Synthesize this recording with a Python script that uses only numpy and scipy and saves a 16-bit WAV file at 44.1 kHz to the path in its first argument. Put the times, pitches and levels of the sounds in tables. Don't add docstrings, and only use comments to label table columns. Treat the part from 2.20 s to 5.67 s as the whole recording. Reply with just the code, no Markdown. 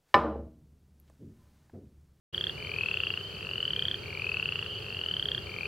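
import sys
import numpy as np
from scipy import signal
from scipy.fft import rfft, irfft
from scipy.io import wavfile

SR = 44100
rng = np.random.default_rng(int(sys.argv[2]) if len(sys.argv) > 2 else 0)


def wav_out(sig):
    wavfile.write(sys.argv[1], SR, np.round(np.clip(np.atleast_2d(sig).T, -1, 1) * 32767).astype(np.int16))


N = 153027

# f/Hz, relative density/dB
RUMBLE_SPECTRUM = [(15, -57.5), (25, -37.5), (75, -1), (91, -0.5), (150, -3.5), (257, -15.5), (300, -17),
                   (367, -6.5), (409, -5.5), (448, -8.5), (556, -13.5), (701, -19.5), (1000, -23),
                   (1300, -40.5), (2200, -120)]
# f/Hz, relative density/dB
AIR_SPECTRUM = [(700, -16), (1000, -4.5), (1300, 2), (2050, -5), (2800, 4), (3350, -4), (3700, -9.5),
                (4200, -6), (4650, -2), (5050, -12), (7000, -17), (11000, -19.5), (15500, -22)]
# f/Hz, left-right coherence
COHERENCE = [(60, 1), (200, 0.82), (400, 0.8), (700, 0.39), (1300, 0.26), (2800, 0.24), (4500, 0.045),
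             (5800, -0.19), (8000, -0.47), (15000, -0.11)]
# f/Hz, rms level/dB
HUM_TONES = [(96, -55.5), (416, -61), (566, -67.5), (15735, -88)]
# t/s, length/s, first f/Hz, last f/Hz, source level/dB
FAR_WHISTLES = [(0.288, 0.14, 2570, 2870, -48), (0.797, 0.11, 3098, 3255, -36.5),
                (.98, .11, 2950, 3133, -45), (1.532, 0.11, 2360, 2470, -45.5),
                (1.581, 0.11, 2770, 3050, -50), (2.182, 0.12, 2810, 3064, -50),
                (2.461, 0.12, 2943, 3270, -38), (2.449, 0.15, 2740, 3020, -37.5),
                (2.67, .11, 3046, 3234, -41.5), (3.091, 0.08, 2680, 2857, -44.5)]
# t/s, length/s, first f/Hz, last f/Hz, source level/dB, left minus right/dB
FAR_CREAKS = [(.42, 0.42, 2850, 3350, -32.5, -1), (1.501, .3, 2460, 2600, -38, -6),
              (1.801, .66, 2730, 3210, -32, -5)]
# t/s, pulse count, gain/dB, pitch shift/Hz, last pulse gain/dB, 6 gaps/ms at even stages
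LOW_FROG_CALLS = [(.3801, 24, .5, 10, -8, 23.1, 22.6, 23.7, 27.2, 33.6, 36.4),
                  (1.8356, 24, -.5, 0, -1, 23.8, 22.5, 23.9, 26.6, 33.0, 36.0),
                  (3.2707, 24, 1.5, 10, -1, 23.9, 22.6, 24.0, 27.0, 32.0, 37.0)]
HIGH_FROG_CALLS = [(-.3631, 27, -.3, 50, -2, 20.0, 20.5, 22.5, 26.0, 34.9, 26.7),
                   (1.1076, 27, .5, 0, -2, 20.5, 20.0, 22.1, 24.8, 30.2, 29.8),
                   (2.5652, 26, -.3, 10, -2, 20.0, 19.9, 22.0, 25.2, 30.2, 30.9)]
# progress 0-1, f/Hz, level/dB, ring/ms, undertone gain/dB, undertone half-width/ms
LOW_FROG_COURSE = [(0, 2350, -36, 1.7, -11, .4), (.2, 2380, -29, 0.78, -13.5, 0.46),
                   (.42, 2565, -22.5, 3.1, -14.5, 0.31), (.6, 2675, -20, 1.8, -14, 0.42),
                   (.75, 2760, -18, 1.3, -15.5, 0.52), (.88, 2802, -20, 1.85, -10.5, 0.31),
                   (1, 2840, -23.5, 1.5, -11, 0.52)]
HIGH_FROG_COURSE = [(0, 2600, -40.5, 1.1, -7, 0.19), (0.201, 2710, -31, 1.2, -8, 0.37),
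                    (0.422, 2833, -24.5, 1.9, -13, 0.31), (.6, 3007, -20.5, 2, -16.5, 0.53),
                    (.8, 3152, -19, 1.5, -16.5, 0.74), (.93, 3245, -18.5, 1.43, -16, 1),
                    (1, 3223, -20.5, 1.45, -12.5, 1.0)]
# f/Hz, left minus right/dB
NEAR_BALANCE = [(1400, 0), (2300, 8.5), (2580, 7), (2800, 2.5), (3000, 3), (3250, 0), (3500, -10.5)]
# delay/ms, gain/dB
REED_ECHOES = [(4.6, -22.5), (6.1, -26.5), (10.2, -28.5)]


def amp(db):
    return 10 ** (np.asarray(db) / 20)


def unit_rms(x):
    return x / np.sqrt(np.mean(x ** 2) + 1e-20)


def curve_at(points, hz):
    f, value = np.transpose(points)
    return np.interp(np.log(hz + 1), np.log(f + 1), value)


def add(mix, start_s, sound):
    if start_s >= 0:
        part = mix[round(start_s * SR):][:len(sound)]
        part += sound[:len(part)]


def pan(db):
    return amp(np.array([[.5], [-.5]]) * db)


def drift(rate_hz):
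    f = np.fft.rfftfreq(N, 1 / SR)
    return unit_rms(irfft(rfft(rng.standard_normal(N)) * np.exp(-(f / rate_hz) ** 2), N))


def pond_reverb(x, t60_s):
    t = np.arange(SR // 2) / SR
    tail = rng.standard_normal((2, len(t))) * amp(-60 * t / t60_s) * np.clip(t / .006, 0, 1)
    tail = tail + .48 * tail[::-1]
    tail /= np.linalg.norm(tail, axis=1, keepdims=True)
    return signal.fftconvolve(np.atleast_2d(x), tail, axes=1)[:, :N]


def stereo_noise(spectrum):
    f = np.fft.rfftfreq(N, 1 / SR)
    mid, side = rfft(rng.standard_normal((2, N))) * amp(curve_at(spectrum, f))
    coherence = curve_at(COHERENCE, f)
    mid, side = mid * np.sqrt(1 + coherence), side * np.sqrt(1 - coherence)
    return unit_rms(irfft(np.array([mid + side, mid - side]), N))


def background(rumble_db=-45, swell_db=.6, air_db=-49.5, waver_db=1, waver_rad=1.38):
    t = np.arange(N) / SR
    hum = np.zeros(N)
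    for hz, db in HUM_TONES:
        peak = np.sqrt(2) * amp(db + waver_db * drift(1))
        hum += peak * np.sin(2 * np.pi * hz * t + waver_rad * drift(3.9))
    rumble = amp(rumble_db + swell_db * drift(3.8)) * stereo_noise(RUMBLE_SPECTRUM)
    return rumble + amp(air_db) * stereo_noise(AIR_SPECTRUM) + hum


def cricket(first_s=.154, period_s=.0378, stroke_s=.025, top_hz=4720, fall_hz=825, db=-47, wet_db=-8):
    trill = np.zeros(N)
    progress = np.linspace(0, 1, round(stroke_s * SR))
    envelope = abs(np.sin(np.pi * progress ** 1.01)) ** 1.22
    for start_s in np.arange(first_s, N / SR, period_s):
        jitter_hz, jitter_s, jitter_db = rng.standard_normal(3) * (35, .001, .02)
        hz = top_hz + jitter_hz - fall_hz * progress ** 2.26
        chirp = envelope * np.sin(2 * np.pi * np.cumsum(hz) / SR)
        add(trill, start_s + jitter_s, amp(db + jitter_db) * chirp)
    trill *= 1 + .25 * drift(250)
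    return trill * pan(2.5) + amp(wet_db) * pond_reverb(trill, t60_s=.07)


def whistle(length_s, first_hz, last_hz, db):
    progress = np.linspace(0, 1, round(length_s * SR))
    hz = first_hz + (last_hz - first_hz) * progress ** .754
    envelope = np.sqrt(abs(np.sin(np.pi * progress)))
    flutter = 1 + .4 * np.interp(progress, np.linspace(0, 1, 24), rng.standard_normal(24))
    return amp(db) * envelope * flutter * np.sin(2 * np.pi * np.cumsum(hz) / SR)


def chorus(count=80, middle_hz=2920, spread_hz=240, rise_hz=230, length_s=.13, db=-44.5):
    out = np.zeros(N)
    for k, (timing, pitch, strength) in enumerate(rng.uniform(-1, 1, (count, 3))):
        start_s = (k + timing / 2) / count * N / SR
        hz = middle_hz + spread_hz * pitch
        add(out, start_s, whistle(length_s, hz - rise_hz / 2, hz + rise_hz / 2, db + 2 * strength))
    return out


def larynx_pulse(hz, ring_ms, under_db, under_ms):
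    swell_ms = 2.47
    sag, sag_ms = .016, .35
    under_ratio, under_at_ms = .52, 1.18
    snap_db, snap_ms = -35, .53
    ms = np.arange(700) * 1000 / SR
    phase = 2 * np.pi * np.cumsum(hz * (1 + sag * np.exp(-ms / sag_ms))) / SR
    swell = np.sin(np.pi / 2 * np.minimum(ms / swell_ms, 1)) ** 2
    past_swell_ms = np.logaddexp(0, 2 * (ms - swell_ms)) / 2
    envelope = swell * np.exp(-past_swell_ms / ring_ms)
    tone = envelope / envelope.max() * np.sin(phase)
    under_envelope = np.exp(-((ms - under_at_ms) / under_ms) ** 2 / 2) * np.minimum(2 * ms, 1)
    undertone = under_envelope * np.sin(under_ratio * phase)
    snap = rng.standard_normal(len(ms)) * np.exp(-ms / snap_ms)
    return tone + amp(under_db) * undertone + amp(snap_db) * snap


def creak(start_s, length_s, first_hz, last_hz, db, pan_db):
    first_gap_s, last_gap_s, swell_db = .019, .031, 6
    out, t = np.zeros(N), start_s
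    while t < start_s + length_s:
        progress = (t - start_s) / length_s
        gain = amp(db - swell_db * (1 - progress) ** 2 + rng.standard_normal())
        hz = first_hz + (last_hz - first_hz) * progress
        add(out, t, gain * larynx_pulse(hz, ring_ms=.62, under_db=-8, under_ms=.35))
        t += first_gap_s + (last_gap_s - first_gap_s) * progress ** 2
    return out * pan(pan_db)


def far_frogs(direct_db=-3, wet_db=-4):
    creaks = sum(creak(*row) for row in FAR_CREAKS)
    whistles = np.zeros(N)
    for start_s, *row in FAR_WHISTLES:
        add(whistles, start_s, whistle(*row))
    calls = creaks + whistles
    return amp(direct_db) * calls + amp(wet_db) * pond_reverb(calls + chorus(), t60_s=.69)


def near_frog(calls, course, lead_ms=2, jitter_db=.45, jitter_hz=8):
    out = np.zeros(N)
    stages, *columns = np.transpose(course)
    for start_s, count, call_db, shift_hz, last_db, *stage_gaps_ms in calls:
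        gap_stages = np.linspace(0, 1, len(stage_gaps_ms))
        gaps_ms = np.interp(np.linspace(0, 1, count - 1), gap_stages, stage_gaps_ms)
        onsets_s = start_s + (np.r_[0, np.cumsum(gaps_ms)] - lead_ms) / 1000
        for t, progress in zip(onsets_s, np.linspace(0, 1, count)):
            hz, db, *timbre = (np.interp(progress, stages, column) for column in columns)
            db += call_db + last_db * (progress == 1) + jitter_db * rng.standard_normal()
            hz += shift_hz + jitter_hz * rng.standard_normal()
            add(out, t, amp(db) * larynx_pulse(hz, *timbre))
    return out


def near_frogs(wet_db=-13):
    calls = near_frog(LOW_FROG_CALLS, LOW_FROG_COURSE) + near_frog(HIGH_FROG_CALLS, HIGH_FROG_COURSE)
    f = np.fft.rfftfreq(N, 1 / SR)
    direct = irfft(rfft(calls) * pan(curve_at(NEAR_BALANCE, f)), N)
    echoes = np.zeros(N)
    for delay_ms, db in REED_ECHOES:
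        add(echoes, delay_ms / 1000, amp(db) * calls)
    return direct + echoes + amp(wet_db) * pond_reverb(calls, t60_s=.14)


def scene():
    return near_frogs() + far_frogs() + cricket() + background()


def record(dry):
    on_s, fade_s, cutoff_hz = .1257, .012, 16000
    fade_in = np.clip((np.arange(N) / SR - on_s) / fade_s, 0, 1)
    lowpass = signal.firwin(511, cutoff_hz, window=("kaiser", 9), fs=SR)
    return signal.oaconvolve(dry * fade_in, lowpass[None], "same")


dry = scene()
out = record(dry)
wav_out(out)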